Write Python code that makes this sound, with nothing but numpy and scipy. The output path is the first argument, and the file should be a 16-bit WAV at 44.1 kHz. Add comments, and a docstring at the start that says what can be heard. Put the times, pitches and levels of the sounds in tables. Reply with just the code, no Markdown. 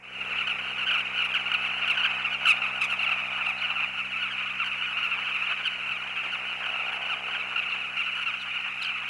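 """A colony of bee-eaters wheels over open grassland, all calling at once, for about nine seconds.
The sound fades in on a distant engine (pulses, knocks and puffs), faint air hiss and a light gust.
Near birds croak in short, rolling, falling notes, strongest on the second harmonic; a flock of such
notes and a wash of noise lie behind. Bright call edges, swept sines, come near 3.6 s; soft thuds and a
gust gather from 5 to 6.5 s, the engine's rasp peaks again at 7 s, then more bright edges follow."""
import sys
import numpy as np
from scipy import signal
from scipy.fft import rfft, irfft, next_fast_len
from scipy.io import wavfile
from scipy.ndimage import map_coordinates

SR = 44100
rng = np.random.default_rng(int(sys.argv[2]) if len(sys.argv) > 2 else 0)


def file_out(sig):
    """Save sig as 16-bit WAV at sys.argv[1]."""
    # one column per channel
    cols = np.atleast_2d(sig).T
    # limit, then scale
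    lim = np.clip(cols, -1, 1)
    pcm = np.round(lim * 32767).astype(np.int16)
    wavfile.write(sys.argv[1], SR, pcm)


N = 400869
TIME = np.arange(N) / SR


def amp(db):
    """Decibels to gain."""
    return 10 ** (np.asarray(db) / 20)


def unit(x):
    """Scales to rms 1."""
    return x / np.sqrt(np.mean(x ** 2) + 1e-20)


def noise(count):
    """White noise of about rms 1."""
    return rng.standard_normal(count)


def curve(rows):
    """Each column of a table of (seconds, ..) rows, drawn as straight lines at every sample."""
    seconds, *columns = np.transpose(rows)
    return [np.interp(TIME, seconds, column) for column in columns]


def colour(x, points):
    """Filters by a spectrum of (Hz, dB) points, joined along a logarithmic pitch axis."""
    size = next_fast_len(len(x) + 512)
    hz, db = np.transpose(points)
    bins_hz = np.fft.rfftfreq(size, 1 / SR)
    gain = amp(np.interp(np.log(bins_hz + 1), np.log(hz), db))
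    return irfft(rfft(x, size) * gain, size)[:len(x)]


def wander(count, hz):
    """Smooth chance of about unit size, with hz random knots a second."""
    own_rng = np.random.default_rng(rng.integers(1 << 30))
    knots = own_rng.standard_normal(int(count * hz / SR) + 3)
    return map_coordinates(knots, [np.arange(count) * hz / SR], order=2, mode="nearest")


def add(mix, start_s, sound):
    """Mixes a sound in at a time."""
    part = mix[max(round(start_s * SR), 0):][:len(sound)]
    part += sound[:len(part)]


def scatter(x, t60):
    """Faint echoes off ground and bushes: sparse taps of random sign, dying by 60 dB in t60 seconds."""
    t = np.arange(SR // 2) / SR
    signs = rng.choice([-1., 1.], len(t))
    present = rng.random(len(t)) < 1 / 20
    taps = signs * present * amp(-60 * t / t60)
    return signal.oaconvolve(x, taps / np.linalg.norm(taps))[:N]


def open_air():
    """Faint hiss of the open air: steady, coloured noise."""
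    # Tone of the air. Each row: frequency in Hz, gain in dB.
    air_tone = [(25, -15), (60, 0), (150, 12), (330, 8.5), (1000, 4), (4500, -3), (6500, 1), (8500, -6.5),
                (10800, -35), (12000, -32)]
    return amp(-59.5) * unit(colour(noise(N), air_tone))


def breeze():
    """Wind on one microphone port: a lumpy rumble; each gust swells and dies away."""
    # Tone of the wind. Each row: frequency in Hz, gain in dB.
    rumble_tone = [(20, -12), (45, 4), (75, 9), (120, -2), (250, -29), (600, -39)]
    # Light gusts. Each row: start in seconds, length in seconds, level in dB.
    gusts = [(.1, .8, -66), (4.4, 1, -81), (5.7, 0.27, -66)]
    strength = np.zeros(N)
    for start_s, length_s, db in gusts:
        add(strength, start_s, amp(db) * signal.windows.tukey(int(length_s * SR), .5))
    lumps = amp(2 * wander(N, 14))
    return strength * unit(colour(noise(N), rumble_tone) * lumps)


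def port():
    """What one microphone port adds by itself: hiss and wind, unlike those of the other port."""
    # Tone of the port's hiss. Each row: frequency in Hz, gain in dB.
    hiss_tone = [(100, -22), (400, 7), (800, 1), (4500, -51), (6500, 4), (9500, 6.5), (10800, 10),
                 (12000, -4)]
    return amp(-67.5) * unit(colour(noise(N), hiss_tone)) + breeze()


def bumps():
    """Soft thuds of air on the microphone: dull puffs of noise that rise quickly and die away."""
    # Each row: time of the peak in seconds, upper edge of the full band in Hz, peak level in dB.
    thuds = [(0.269, 170, -66), (5.219, 170, -64), (5.885, 152, -55), (6.252, 623, -50)]
    rise_s = 0.024
    out = np.zeros(N)
    t = np.arange(SR // 5) / SR
    swell = t / rise_s * np.exp(1 - t / rise_s)
    for peak_s, hz, db in thuds:
        puff = colour(noise(len(t)), [(hz / 4, -20), (hz / 2, 0), (hz, 0), (2 * hz, -30)])
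        add(out, peak_s - rise_s, amp(db) * swell * unit(puff))
    return out


def engine():
    """Distant engine: every firing pushes out a low pulse, a ringing knock and a short puff of exhaust."""
    # Hum, and the drone above it. Each row: multiple of the firing rate, level in dB within the stack.
    hum_orders = [(1, -5), (2, 0), (3, 2), (4, -2.5)]
    drone_orders = [(5, -3.5), (6, 2), (6.5, -4.5), (7, 5), (8, 5)]
    # Tone of the rush around the drone, and of the exhaust. Each row: frequency in Hz, gain in dB.
    rush_tone = [(40, -32), (200, -12), (330, -3), (450, 3), (560, 6), (750, 4), (1200, -79)]
    exhaust_tone = [(40, -50), (250, -29), (430, -39), (600, -3.5), (770, 4), (950, -2), (1200, -4),
                    (2000, -66)]
    # Swells of hum, drone and exhaust rasp. Each row: time in seconds, level in dB before the layer's trim.
    hum_swell = [(.25, -53.5), (2.5, -52.5), (4.6, -54.5), (5.5, -56.5), (9.05, -57.5)]
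    drone_swell = [(.25, -51.5), (2.9, -55.5), (4, -63), (5, -57.5), (5.9, -57.5), (7.3, -51.5), (8.3, -62)]
    rasp_swell = [(.25, -51), (2, -43.5), (3.7, -45), (4.6, -55.5), (6.5, -46.5), (7, -40), (7.3, -45),
                  (8.3, -54.5)]
    firing_hz, unsteady = 64.5, 0.00198  # unsteady: share of the rate
    puff_turns = 0.31  # decay of a puff, in firing periods
    knock_share = 0.29  # share of the exhaust's power
    drone_db, rush_db, rasp_db = -5, -4, -2  # trims

    turns = np.cumsum(firing_hz * (1 + unsteady * wander(N, 2))) / SR

    def stack(orders):
        return unit(sum(amp(db) * np.sin(2 * np.pi * (k * turns + rng.random())) for k, db in orders))

    hum, drone = stack(hum_orders), stack(drone_orders)
    gate = np.exp(-(turns % 1) / puff_turns)
    rush = unit(colour(gate * noise(N), rush_tone))
    puffs = unit(colour(gate * noise(N), exhaust_tone))
    # the ring of the knock slips a quarter cycle from one firing to the next
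    ring = sum(np.cos(2 * np.pi * (k - 1 / 4) * turns) for k in range(9, 17))
    knocks = unit(colour(ring, exhaust_tone))
    exhaust = unit(np.sqrt(1 - knock_share) * puffs + np.sqrt(knock_share) * knocks)

    [hum_level], [drone_level], [rasp_level] = curve(hum_swell), curve(drone_swell), curve(rasp_swell)
    low = amp(hum_level) * hum
    middle = amp(drone_level) * (amp(drone_db) * drone + amp(rush_db) * rush)
    return low + middle + amp(rasp_level + rasp_db) * exhaust


def wash():
    """Far side of the colony: noise whose low and high harmonics flutter apart as calls pile up."""
    # Blur of the farthest birds. Each row: frequency in Hz, gain in dB.
    blur_tone = [(80, -52), (300, -39), (700, -16.5), (1050, -7.5), (1380, -5), (1650, -5.5), (1950, -3),
                 (2350, 1.5), (2700, -3), (3000, -14.5), (3400, -37), (4100, -69), (4900, -28), (8000, -71)]
    flutter_db = 3.5
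    blur = colour(noise(N), blur_tone)
    low = colour(blur, [(1700, 0), (2100, -40)])
    high = blur - low
    return unit(low * amp(flutter_db * wander(N, 40)) + high * amp(flutter_db / 2 * wander(N, 40)))


def croak(length, pitch_hz, fall, edge_db):
    """One note: the pitch arches and falls as a fast roll shakes it, then slides off in a fading tail."""
    # Colour of a bird's voice. Each row: frequency in Hz, gain in dB.
    voice_tone = [(150, -30), (700, -18), (1100, -7), (1400, -7.5), (1800, -4.5), (2300, 3.5), (2750, 3.5),
                  (3130, -2.5), (3450, -10.5), (4050, -19), (4600, -22.5), (5400, -25.5), (6500, -25.5),
                  (7600, -29), (10000, -28.5), (12000, -34.5)]
    timbre_db, swell_db, hoarse_db, sag_db = 2, 7, -17, 1.4
    # pitch movement, as shares of the pitch
    arch, waver, jitter = .055, .018, .02
    roll_hz, roll_depth = 150, .32
    # roughness: of phase and level per harmonic number, of the whole note, of the single harmonics
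    grain, rasp, flutter = .09, .19, .25
    attack_s, bend_s, tail_s, tail_fade_db = .0055, .002, .015, 18
    plunge_per_s = rng.uniform(0, 16)  # extra fall in the tail

    count = int((length + tail_s) * SR)
    t = np.arange(count) / SR
    along = np.minimum(t / (length + bend_s), 1)
    hump = 1 / 3 - (2 * along - 1) ** 2
    late_s = bend_s * np.logaddexp(0, (t - length) / bend_s)  # time into the tail, eased in

    # some notes roll hard, others are nearly smooth
    roll_turns = np.cumsum(roll_hz * (1 + .3 * wander(count, 120))) / SR
    roll = rng.uniform(.4, 1.6) * np.sin(2 * np.pi * (rng.random() + roll_turns))
    glide = -fall * (t - length / 2 - bend_s) + arch * hump - plunge_per_s * late_s
    # no two cycles are equally long
    bend = glide + waver * (roll / 2 + wander(count, 273)) + jitter * wander(count, 2182)
    phase = 2 * np.pi * np.cumsum(pitch_hz * np.exp(bend)) / SR

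    # each note weights its harmonics its own way, and its edge is brightest in mid-note
    starts = 2 * np.pi * rng.random(9)
    own_db = timbre_db * rng.standard_normal(9)
    bright_db = edge_db + swell_db * hump
    # a forced note turns hoarse: a puff of noise in every cycle
    stack = amp(hoarse_db + bright_db) * (1 + np.cos(phase)) * wander(count, SR / 2)
    for k in range(1, 10):
        # the second harmonic is strong and steady, and outlasts the others in the tail
        weaker = k != 2
        edge_share = min(max(k - 2, 0) / 3, 1)  # none up to the second, full from the fifth
        db = bright_db * edge_share + own_db[k - 1] * weaker
        db = db - weaker * tail_fade_db / 2 * late_s / tail_s
        # the higher the harmonic, the more it dissolves into a rasp
        smear = grain * k * wander(count, 1297)
        shake = unit(1 + grain * k * wander(count, 722) + flutter * weaker * wander(count, 228))
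        stack += amp(db) * shake * np.sin(k * phase + starts[k - 1] + smear)

    opening = np.minimum(np.minimum(t, t[-1] - t) / attack_s, 1)
    fade = amp(-sag_db * along - tail_fade_db * late_s / tail_s)
    loudness = (1 + roll_depth * roll + rasp * wander(count, 1004)) * opening * fade
    # the level is set as if the tail were half as long
    tail_share = np.sqrt((length + tail_s / 2) / (length + tail_s))
    return unit(colour(stack * loudness, voice_tone)) * tail_share


def flock():
    """Birds at middle distance, each repeating its own note: some level or rising, most falling."""
    count, notes_per_s = 110, 128
    pitch_hz, pitch_spread, edge_db = 1350, .067, -13
    note_s, drop = .029, .085  # drop: typical fall over one note, as a share of the pitch
    distance_power = 2.9  # dB lost per e-fold of distance
    out = np.zeros(N)
    birds = np.clip(rng.standard_normal((count, 3)), -2, 2)
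    voices = []
    for long, high, steep in birds:
        length = note_s * np.exp(.4 * long)
        fall = drop * (1 + steep) / length
        voices.append(croak(length, pitch_hz * np.exp(pitch_spread * high), fall, edge_db))
    for i, (late, who, distance) in enumerate(rng.random((int(notes_per_s * N / SR), 3))):
        gain = amp(-distance_power * np.log(distance + 1 / 20))
        add(out, (i + 3 * late) / notes_per_s, gain * voices[int(who * count)])
    return unit(out)


def chorus():
    """The flock and the wash behind it swell and ease together, with brief lulls between calls."""
    # How busy the birds are. Each row: time in seconds, level in dB before the trims of flock and wash.
    busy = [(0.2, -35.5), (0.35, -30), (0.44, -32.5), (2.12, -30), (2.27, -30.5), (3.77, -32),
            (3.92, -30.5), (4.66, -33), (4.81, -32), (5.5, -30.5), (5.77, -34), (6.09, -33), (8.7, -32.5),
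            (9.05, -33)]
    # Lulls, when few birds call. Each row: middle in seconds, depth in dB.
    lulls = [(1.42, -2), (2.37, -4), (2.75, -2.5), (3.92, -5), (4.05, -4), (4.77, -1), (4.92, -2.5),
             (7, -1), (7.19, -3), (7.91, -3.5), (8.39, -4.5), (8.79, -2)]
    flock_db, wash_db, lull_s = 0.4, -6, 0.17
    [busy_db] = curve(busy)
    for middle_s, db in lulls:
        add(busy_db, middle_s - lull_s / 2, db * signal.windows.hann(int(lull_s * SR)))
    return amp(busy_db) * (amp(flock_db) * flock() + amp(wash_db) * wash())


def bright_edges():
    """Bright upper harmonics that stand out from some near calls: rough sines sweeping down ever faster."""
    # Each row: start in seconds, length in seconds, top frequency in Hz,
    # drop as the share of that frequency lost by the end, level in dB.
    edges = [(3.579, 0.021, 4300, 0.3, -46), (3.597, 0.019, 4260, 0.074, -50),
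             (3.704, 0.025, 4100, 0.13, -51), (7.694, 0.018, 4460, 0.3, -50),
             (7.711, 0.02, 4260, 0.35, -47.5), (8.389, 0.053, 4100, 0.36, -48),
             (8.816, 0.024, 4170, .22, -38.5), (8.832, 0.028, 5100, 0.36, -45)]
    waver, rasp = .018, .3  # shares of frequency and of level
    out = np.zeros(N)
    for start_s, length_s, top_hz, drop, db in edges:
        along = np.linspace(0, 1, int(length_s * SR))
        count = len(along)
        sweep_hz = top_hz * (1 - drop * along ** 2 + waver * wander(count, 590))
        tone = np.sin(2 * np.pi * np.cumsum(sweep_hz) / SR)
        rough = tone * (1 + rasp * wander(count, 1470))
        add(out, start_s, amp(db) * unit(rough * signal.windows.tukey(count, .5)))
    return out


def near_birds():
    """The birds that pass closest: each call is one croak or a quick run of croaks stepping down."""
    # Each row: start in seconds, length in seconds, number of notes, pitch in Hz,
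    # fall as the share of the pitch lost per second, level in dB, edge on the upper harmonics in dB.
    calls = [(0.125, 0.054, 2, 1416, 1.6, -43.5, -34), (0.204, 0.017, 1, 1382, 4.8, -32.5, -16),
             (0.38, 0.01, 1, 1434, 8.6, -27.5, -14), (.393, 0.033, 1, 1347, 6.5, -28, -14),
             (0.468, 0.058, 2, 1423, 5.1, -28, -11), (.63, 0.032, 1, 1348, 5.5, -40, -11),
             (0.777, 0.072, 2, 1390, 2.5, -30.5, -13), (0.863, 0.034, 1, 1493, 2, -25.5, -17),
             (0.905, 0.057, 2, 1443, 5, -25, -13), (0.975, 0.026, 1, 1378, 5.6, -28, -9),
             (1.176, 0.032, 1, 1408, 1.3, -26.5, -20), (1.217, 0.013, 1, 1350, 9.5, -26, -12),
             (1.24, 0.021, 1, 1380, 3.5, -28, -5), (1.336, 0.021, 1, 1470, 10.4, -25.5, -10),
             (1.358, .015, 1, 1327, 9, -24.5, -14), (1.456, 0.028, 1, 1312, 7.8, -30.5, -18),
             (1.513, .01, 1, 1404, 2.3, -23.5, -11), (1.537, 0.012, 1, 1375, 5.4, -22, -11),
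             (1.643, .03, 1, 1209, 12, -32.5, -8), (1.681, 0.036, 1, 1300, 3.6, -32.5, -24),
             (1.819, 0.026, 1, 1370, 3.6, -27.5, -25), (1.875, 0.0097, 1, 1426, 3.3, -24.5, -6),
             (1.896, 0.023, 1, 1345, 5.2, -22.5, -7), (1.97, 0.048, 2, 1447, 2.9, -26.5, -16),
             (2.032, 0.021, 1, 1447, 8.1, -23, -15), (2.049, 0.021, 1, 1517, 4.5, -25.5, -16),
             (2.064, .022, 1, 1040, 5.3, -42, -20), (2.243, 0.042, 1, 1270, 4.3, -30.5, -12),
             (2.323, 0.031, 1, 1406, 4.3, -28, -13), (2.452, 0.014, 1, 1493, 3.3, -21.5, -11),
             (2.466, 0.0147, 1, 1338, 3.7, -18, -7), (2.478, .014, 1, 1495, 1.8, -26, 2),
             (2.484, .036, 1, 1303, 3.6, -17.5, -4), (2.536, .012, 1, 1204, 5, -39, -24),
             (2.616, 0.039, 2, 1300, 3.5, -26, -14), (2.81, 0.021, 1, 1266, 7.3, -23.5, -3.5),
             (2.832, 0.0263, 1, 1237, 5, -27, 1), (2.895, 0.048, 1, 1333, 4, -30, -4),
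             (2.988, 0.065, 2, 1311, 9.4, -28, -8), (3.06, .022, 1, 1355, 5, -26.5, -22),
             (3.088, 0.0086, 1, 1326, 3.8, -24, -14), (3.108, 0.025, 1, 1315, 4.9, -24, -15),
             (3.406, 0.027, 1, 1330, 2.3, -29.5, -40), (3.459, 0.05, 2, 1317, 3.5, -26, -11),
             (3.614, 0.012, 1, 1226, 11.4, -29, -12), (3.634, 0.02, 1, 1452, 4.3, -29, -27),
             (3.698, 0.022, 1, 1300, 3.2, -28, -30), (3.755, 0.048, 1, 1276, 3.53, -29.5, -34),
             (3.797, 0.052, 2, 1296, 5.2, -27, -19), (3.975, 0.042, 1, 1363, 4.3, -33, -45),
             (4.211, 0.056, 1, 1403, 2.4, -31.5, -14), (4.383, .03, 1, 1306, 9, -33.5, -33),
             (4.595, 0.04, 1, 1280, 5.9, -26.5, -26), (4.64, 0.038, 2, 1460, 3.2, -31.5, -6.5),
             (4.709, 0.036, 1, 1260, 5.5, -32.5, -25), (4.807, 0.024, 1, 1366, 6.3, -30.5, -35),
             (4.965, .03, 1, 1355, 4.4, -30, -22), (5.024, 0.039, 1, 1352, 4.4, -26.5, -11),
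             (5.112, 0.03, 1, 1332, 2.8, -26.5, -38), (5.175, 0.02, 1, 1336, 6.2, -34, -22),
             (5.253, 0.025, 1, 1363, 12.5, -36, -22), (5.341, 0.031, 2, 1302, 7.1, -29, -11),
             (5.464, 0.062, 2, 1343, 4.9, -30, -22), (5.56, 0.032, 1, 1350, 6.2, -38, -22),
             (5.651, 0.029, 1, 1454, 4.2, -25, -11), (5.889, 0.038, 1, 1320, 3.1, -31, -32),
             (5.981, .035, 1, 1346, 4.5, -38, -16), (6.1, 0.012, 1, 1240, 18, -37, -25),
             (6.166, 0.045, 1, 1330, 1.35, -29.5, -45), (6.315, 0.044, 1, 1376, 5.7, -31.5, -10),
             (6.449, 0.027, 1, 1300, 9.3, -40, -22), (6.656, 0.015, 1, 1444, 7.5, -30, -10),
             (6.682, 0.025, 1, 1336, 9.2, -33, -16), (6.793, 0.022, 1, 1298, 5.2, -30.5, -19),
             (6.859, 0.036, 1, 1350, 5.4, -30.5, -20), (6.917, 0.05, 1, 1347, 2.2, -34, -8),
             (7.093, 0.049, 1, 1357, 6.2, -28, -13), (7.262, 0.034, 1, 1347, 8.4, -33.5, -12),
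             (7.345, 0.024, 1, 1487, 7.1, -31, -23), (7.393, 0.033, 1, 1260, 4.1, -32.5, -19),
             (7.557, 0.045, 2, 1386, 1.9, -25.5, -19), (7.659, 0.049, 2, 1370, 5.4, -32.5, -21),
             (7.711, 0.046, 1, 1337, 4, -33, -12), (7.797, .06, 2, 1355, 2.4, -43, -24),
             (7.965, 0.06, 2, 1343, 6.5, -28, -10), (8.056, 0.042, 1, 1324, 3.6, -31, -20),
             (8.15, 0.089, 4, 1430, 8.5, -35.5, -4.5), (8.256, 0.049, 1, 1316, 2.96, -27.5, -14),
             (8.336, .014, 1, 1360, 5.5, -30.5, -27), (8.404, 0.03, 1, 1450, 3.1, -38, -2),
             (8.555, 0.024, 1, 1337, 6.7, -31.5, -29), (8.64, 0.037, 1, 1344, 3.3, -33, -26),
             (8.819, .016, 1, 1386, 2.2, -38, 8), (8.843, 0.031, 2, 1490, 7.2, -31, -8),
             (8.878, .034, 1, 1436, 4.7, -31.5, -24), (8.93, 0.035, 1, 1300, 4.5, -35, -20)]
    # from first note to last: drop as a share of the pitch, and change of level in dB
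    step_down, grow_db = 0.0528, -0.5
    lengthen, pause_s = 1.3, 0.0077  # above 1, later notes are longer
    out = np.zeros(N)
    for start_s, length, notes, pitch_hz, fall, db, edge_db in calls:
        bounds = start_s + length * np.linspace(0, 1, notes + 1) ** lengthen
        for k in range(notes):
            place = (k - (notes - 1) / 2) / max(notes - 1, 1)  # -1/2 to 1/2 along the run
            note_hz = pitch_hz * (1 - step_down * place)
            pause = pause_s * (k < notes - 1)
            note_s = max(bounds[k + 1] - bounds[k] - pause, .008)
            note = croak(note_s, note_hz, fall, edge_db)
            add(out, bounds[k], amp(db + grow_db * place) * note)
    return out


def scene():
    """Birds, engine and air, as in the open: nearly mono, with scattered sound as the side signal."""
    # Width of the scene. Each row: frequency in Hz, level of side against mid in dB.
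    width = [(30, -15), (60, -20), (200, -25), (700, -29), (1400, -26), (2700, -19), (3600, -19),
             (6000, -17), (9500, -9), (12000, -12)]
    near = near_birds() + bright_edges()
    echo = amp(-15) * scatter(near, t60=.16)
    mid = open_air() + bumps() + engine() + chorus() + echo + near
    side = colour(scatter(mid, t60=.07), width)
    return np.array([mid + side + port(), mid - side + port()])


def record(dry):
    """The sound fades in over 0.2 s, and a steep low-pass cuts the top of the treble."""
    edge_hz = 12200
    [fade_db] = curve([(0, -11.5), (.1, -6.5), (.2, -1)])
    low_pass = signal.firwin(511, edge_hz, window=("kaiser", 9), fs=SR)
    return signal.oaconvolve(dry * amp(fade_db), low_pass[None], "same")


dry = scene()
out = record(dry)
file_out(out)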